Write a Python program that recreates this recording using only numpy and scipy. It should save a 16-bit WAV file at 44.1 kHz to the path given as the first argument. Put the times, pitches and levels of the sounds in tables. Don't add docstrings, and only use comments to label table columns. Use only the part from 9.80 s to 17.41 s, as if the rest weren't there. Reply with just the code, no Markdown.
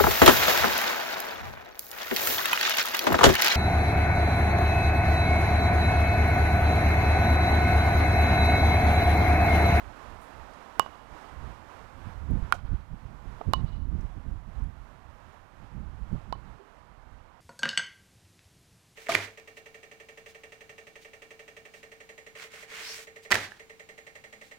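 import sys
import numpy as np
from scipy import signal
from scipy.fft import rfft, irfft, next_fast_len
from scipy.io import wavfile
from scipy.ndimage import uniform_filter1d, map_coordinates

SR = 44100
rng = np.random.default_rng(int(sys.argv[2]) if len(sys.argv) > 2 else 0)


def persist_wave(psi):
    counts = np.round(np.clip(psi, -1, 1) * 32767).astype(np.int16)
    wavfile.write(sys.argv[1], SR, np.atleast_2d(counts).T)


N = 335404


def amp(db):
    return 10 ** (np.asarray(db) / 20)


def unit(x):
    return x / np.sqrt(np.mean(x ** 2) + 1e-20)


def along(points, hz):
    point_hz, values = np.transpose(points)
    return np.interp(np.log(hz + 1), np.log(point_hz + 1), values)


def curve(rows, size=N):
    return np.interp(np.arange(size) / SR, *np.transpose(rows))


def wobble(rate):
    knots = rng.standard_normal(int(N * rate / SR) + 4)
    return map_coordinates(knots, [np.arange(N) * rate / SR])


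def filtered(x, response):
    size = next_fast_len(len(x) + SR // 4)
    spectrum = rfft(x, size) * response(np.fft.rfftfreq(size, 1 / SR))
    return irfft(spectrum, size)[:len(x)]


def noise(spectrum):
    return unit(filtered(rng.standard_normal(N), lambda hz: amp(along(spectrum, hz))))


def pulse(spectrum, size):
    log_gain = np.log(amp(along(spectrum, np.fft.rfftfreq(size, 1 / SR))))
    cepstrum = irfft(log_gain, size)
    cepstrum[1:size // 2] *= 2
    cepstrum[size // 2 + 1:] = 0
    return irfft(np.exp(rfft(cepstrum)), size)


def ringing(modes, t):
    total = np.zeros(len(t))
    for k, (hz, db, t60) in enumerate(modes):
        total += (-1) ** k * amp(db - 60 * t / t60) * np.sin(2 * np.pi * hz * t)
    return total


def add(track, s, sound):
    part = track[round(s * SR):][:len(sound)]
    part += sound[:len(part)]


def eddies(spectrum, size):
    swirl = noise(spectrum)
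    local_power = np.abs(uniform_filter1d(swirl ** 2, size=size))
    return swirl / np.sqrt(local_power + .05)


# frequency in Hz, relative level in dB.
RUMBLE = [(10, -11.5), (28, 0.5), (50, 3), (85, -2), (120, -11.5), (200, -29.5), (320, -28), (600, -65),
          (2000, -110)]
# frequency in Hz, relative level in dB.
FLUTTER = [(50, -27), (110, 1.5), (170, -2.5), (250, -11), (380, -22), (700, -34.5), (3000, -82)]
# time in seconds, level in dB before the shifts in wind().
BREEZE = [(0.0, -58.5), (0.65, -53.5), (0.85, -61), (1.37, -59), (1.63, -57), (2.03, -57), (2.52, -44.5),
          (3.47, -48.5), (3.7, -51), (3.87, -46.5), (4.13, -41), (5.54, -56.5), (5.78, -59), (6.16, -47),
          (6.54, -50.5), (6.82, -64.5), (7.32, -57.5), (7.6, -67)]
# peak time in seconds, level in dB before the lifts in
# wind(), time from the peak in seconds until the swing is 1/e, flutter against rumble in dB before lifts.
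GUSTS = [(0.067, -45.5, .05, -8.5), (0.312, -49, .08, -10), (0.61, -48, .05, -15),
         (1.336, -45.5, 0.023, -8), (1.636, -40.5, 0.097, -10.5), (2.267, -39.5, 0.029, -3),
         (2.413, -40.5, 0.1, -19), (2.537, -27, 0.049, -6.5), (2.629, -30.5, 0.028, -11),
         (2.85, -33, 0.017, -20), (2.929, -24.5, 0.03, -15.5), (3.135, -40, 0.03, -4.5),
         (3.491, -36.5, 0.019, -16), (3.687, -30, 0.024, -2.5), (3.784, -32, 0.047, -4.5),
         (3.844, -27.5, 0.016, -7.5), (3.943, -34.5, 0.02, -20), (4.092, -33, 0.16, -9.5),
         (4.246, -34.5, 0.022, -12), (4.377, -41.5, 0.038, -1), (4.519, -35, 0.062, -8.5),
         (4.826, -31.5, 0.062, -12.5), (5.003, -46.5, 0.032, -19), (5.83, -50.5, .06, -4),
         (5.989, -39.5, 0.053, -1.5), (6.068, -37.5, 0.03, -7), (6.223, -35, 0.021, -11),
         (6.341, -34.5, 0.037, -2), (6.524, -43, 0.089, -4), (6.698, -47.5, .07, -6),
         (7.332, -52, 0.12, -26)]


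def wind(breeze_db=-0.5, breeze_flutter_db=-6.5, rumble_db=5.5, flutter_db=4.0, lumps_db=3.5, sway_db=3.0):
    t = np.arange(N) / SR
    swaying_db = curve(BREEZE) + breeze_db + sway_db * wobble(19)
    large_power = amp(swaying_db) ** 2
    small_power = amp(swaying_db + breeze_flutter_db) ** 2
    for s, db, length, small_db in GUSTS:
        gust_power = amp(db) ** 2 * np.exp(-2 * ((t - s) / length) ** 2)
        large_power += gust_power
        small_power += gust_power * amp(small_db) ** 2
    rumble = np.sqrt(large_power) * amp(rumble_db) * eddies(RUMBLE, size=2400)
    lumpy_gain = amp(flutter_db + lumps_db * wobble(35))
    flutter = np.sqrt(small_power) * lumpy_gain * eddies(FLUTTER, size=1500)
    return rumble + flutter


# frequency in Hz, relative level in dB.
WASH = [(20, -23), (150, -6.5), (270, -1.5), (400, -4), (650, -1), (950, 1.5), (1400, -3.5), (2200, -12),
        (3200, -18), (4400, -23.5), (7000, -28.5), (11000, -35.5), (15300, -41.5), (16300, -66)]
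# time in seconds, level in dB before the lift in wash().
WASH_LEVEL = [(0.0, -51), (0.93, -51.5), (2.64, -54), (2.9, -59), (3.22, -58.5), (3.68, -55.5), (4.04, -59),
              (5.1, -59), (5.37, -57.5), (6.58, -58.5), (7.6, -61)]


def wash(level_db=6.5, sway_db=1.2):
    gain = amp(curve(WASH_LEVEL) + level_db + sway_db * wobble(8.8))
    return gain * noise(WASH)


def puffs(rows, sharpness, attack):
    out, t = np.zeros(N), np.arange(SR // 4) / SR
    for s, db, centre_hz, t60 in rows:
        def resonance(hz):
            damping = 1j * hz * centre_hz
            return damping / (sharpness * (centre_hz ** 2 - hz ** 2) + damping)
        rub = unit(filtered(rng.standard_normal(len(t)), lambda hz: resonance(hz) ** 2))
        add(out, s, rub * amp(db - 60 * t / t60) * (1 - np.exp(-t / attack)))
    return out


# start in seconds, level in dB, centre in Hz, t60 in seconds.
TICKS = [(.41, -61, 9000, 0.4), (.735, -52, 5500, .035), (2.506, -51, 10000, 0.028), (2.59, -58, 9500, .02),
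         (2.739, -49, 6500, 0.1), (4.208, -54, 5730, 0.034), (4.838, -57, 8500, .025)]


def ticks():
    return puffs(TICKS, sharpness=1.4, attack=0.002)


# frequency in Hz, level in dB.
FOLIAGE = [(100, 7.5), (600, -1), (1200, -5), (2500, -0.5), (4000, 2), (7000, -4.5), (10000, -15),
           (16000, -10)]


def surroundings(sound, arrivals):
    size = len(sound)
    scatter = unit(rng.standard_normal(size) * amp(curve(arrivals, size=size)))
    tail = scatter / np.sqrt(size)
    coloured = signal.fftconvolve(tail, pulse(FOLIAGE, size=1024))
    return signal.fftconvolve(sound, coloured)[:size]


# frequency in Hz, level in dB before the snap level, t60 in seconds.
SNAP = [(3850, 3, 0.005), (4540, 2.5, 0.0032)]
# frequency in Hz, level in dB before the click level.
CLICK = [(100, -12), (1500, -4), (5000, -2), (8000, -1.5), (12000, -.5), (13500, -9), (16500, -17)]
# delay in seconds, relative level in dB.
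FENCE = [(0, 12.5), (.013, -2), (0.026, -1), (.05, -10.5), (.072, -8), (.095, -39), (.2, -66)]
# delay in seconds, relative level in dB.
TREES = [(.118, -62), (0.124, 0), (.155, 5.5), (.178, -9), (.195, 3.5), (.214, -4), (.228, 3.5), (.245, -6),
         (.3, -7), (.45, -50)]


def strokes(rows, head, body_t60, ring_t60, build_s=0.0011, crackle_db=-25, crackle_t60=0.011):
    out, t = np.zeros(N), np.arange(SR // 2) / SR
    for s, knock_db, body_hz, body_db, ring_hz, ring_db, snap_db, click_db, fence_db, trees_db, echo_s, echo_db in rows:
        stiffness = amp(.06 * knock_db)
        knock = amp(knock_db) * ringing(head, stiffness * t)
        snap = amp(snap_db) * ringing(SNAP, t)
        notes = ringing([(body_hz, body_db, body_t60), (ring_hz, ring_db, ring_t60)], t)
        swell = 1 - np.exp(-t / build_s)
        crackle = amp(crackle_db - 60 * t / crackle_t60) * rng.standard_normal(len(t))
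        contact = (t == 0) + crackle
        click = signal.fftconvolve(contact, pulse(CLICK, size=1024))[:len(t)]
        hit = knock + snap - swell * notes + amp(click_db) * click
        fence = amp(fence_db) * surroundings(hit, FENCE)
        trees = amp(trees_db) * surroundings(hit, TREES)
        add(out, s, hit + fence + trees)
        slap = filtered(hit, lambda hz: 1 / (1 + 1j * hz / 3500) ** 3)
        add(out, s + echo_s, amp(echo_db) * slap)
    return out


# start in seconds, knock level in dB, body note in Hz, its level
# in dB, ring note in Hz, its level in dB, then levels in dB of snap, click, fence and trees,
# the wall echo's delay in seconds and its level in dB.
FAR_STROKES = [(0.9960, 1, 1080, -12, 2923, -20, -20, 1, -12, -27.5, .066, -21.5),
               (3.7352, -3, 1042, -12, 2945, -22, -16, -8, -15, -25, .057, -28),
               (6.5258, -13, 1093, -21, 3010, -43, -28, -34, -14.5, -25, .027, -19)]
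# frequency in Hz, level in dB before the knock level, t60 in seconds.
FAR_HEAD = [(503, -5.5, 0.0026), (938, 6.5, 0.0052), (1119, 2.5, 0.012), (1406, -10, 0.01),
            (2324, -45, 0.0015)]


def far_player():
    return strokes(FAR_STROKES, FAR_HEAD, body_t60=0.049, ring_t60=0.074)


NEAR_STROKES = [(2.7240, -1, 1443, -10.5, 3235, -15.5, -19, -11, -16, -27, .067, -35)]
NEAR_HEAD = [(1060, 1.5, 0.006), (1366, 3, 0.006), (2374, -13, 0.013), (2520, -13.5, 0.0079),
             (10600, -31, 0.0092)]


def near_player():
    return strokes(NEAR_STROKES, NEAR_HEAD, body_t60=.032, ring_t60=.011)


# start in seconds, level in dB, frequency in Hz, t60 in seconds.
THUDS = [(2.737, -28.5, 720, 0.056), (2.751, -32.5, 595, 0.019), (3.609, -32, 440, 0.058),
         (3.6125, -21.5, 706, 0.022), (6.791, -47.5, 397, 0.37)]


def thuds(soft_hz=2200, crush_db=-4):
    out = amp(crush_db) * puffs(THUDS, sharpness=1.0, attack=0.00055)
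    t = np.arange(SR // 4) / SR
    for s, db, hz, t60 in THUDS:
        add(out, s, ringing([(hz, db, t60)], t))
    return filtered(out, lambda hz: 1 / (1 + 1j * hz / soft_hz))


def scene():
    right = wind() + wash() + ticks() + far_player() + near_player() + thuds()
    return np.array([np.zeros(N), right])


# frequency in Hz, relative level in dB.
HISS = [(20, -12), (120, 2), (500, 1.5), (1500, -2), (5000, -4), (15300, -5), (16300, -32)]
# frequency in Hz, gain in dB.
CROSSTALK = [(20, -18), (45, -33.5), (90, -40), (180, -50), (1000, -56), (2500, -36), (16000, -37)]


def record(dry, hiss_start_db=-74, hiss_middle_db=-78, hiss_end_db=-84, top_hz=16850):
    right = np.clip(dry[1], -.95, .95)
    hiss_level = curve([(0, hiss_start_db), (5, hiss_middle_db), (7.6, hiss_end_db)])
    hiss = amp(hiss_level) * noise(HISS)
    crosstalk = filtered(right, lambda hz: amp(along(CROSSTALK, hz)))
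    left = dry[0] + hiss + crosstalk
    return np.array([filtered(channel, lambda hz: hz < top_hz) for channel in (left, right)])


dry = scene()
out = record(dry)
persist_wave(out)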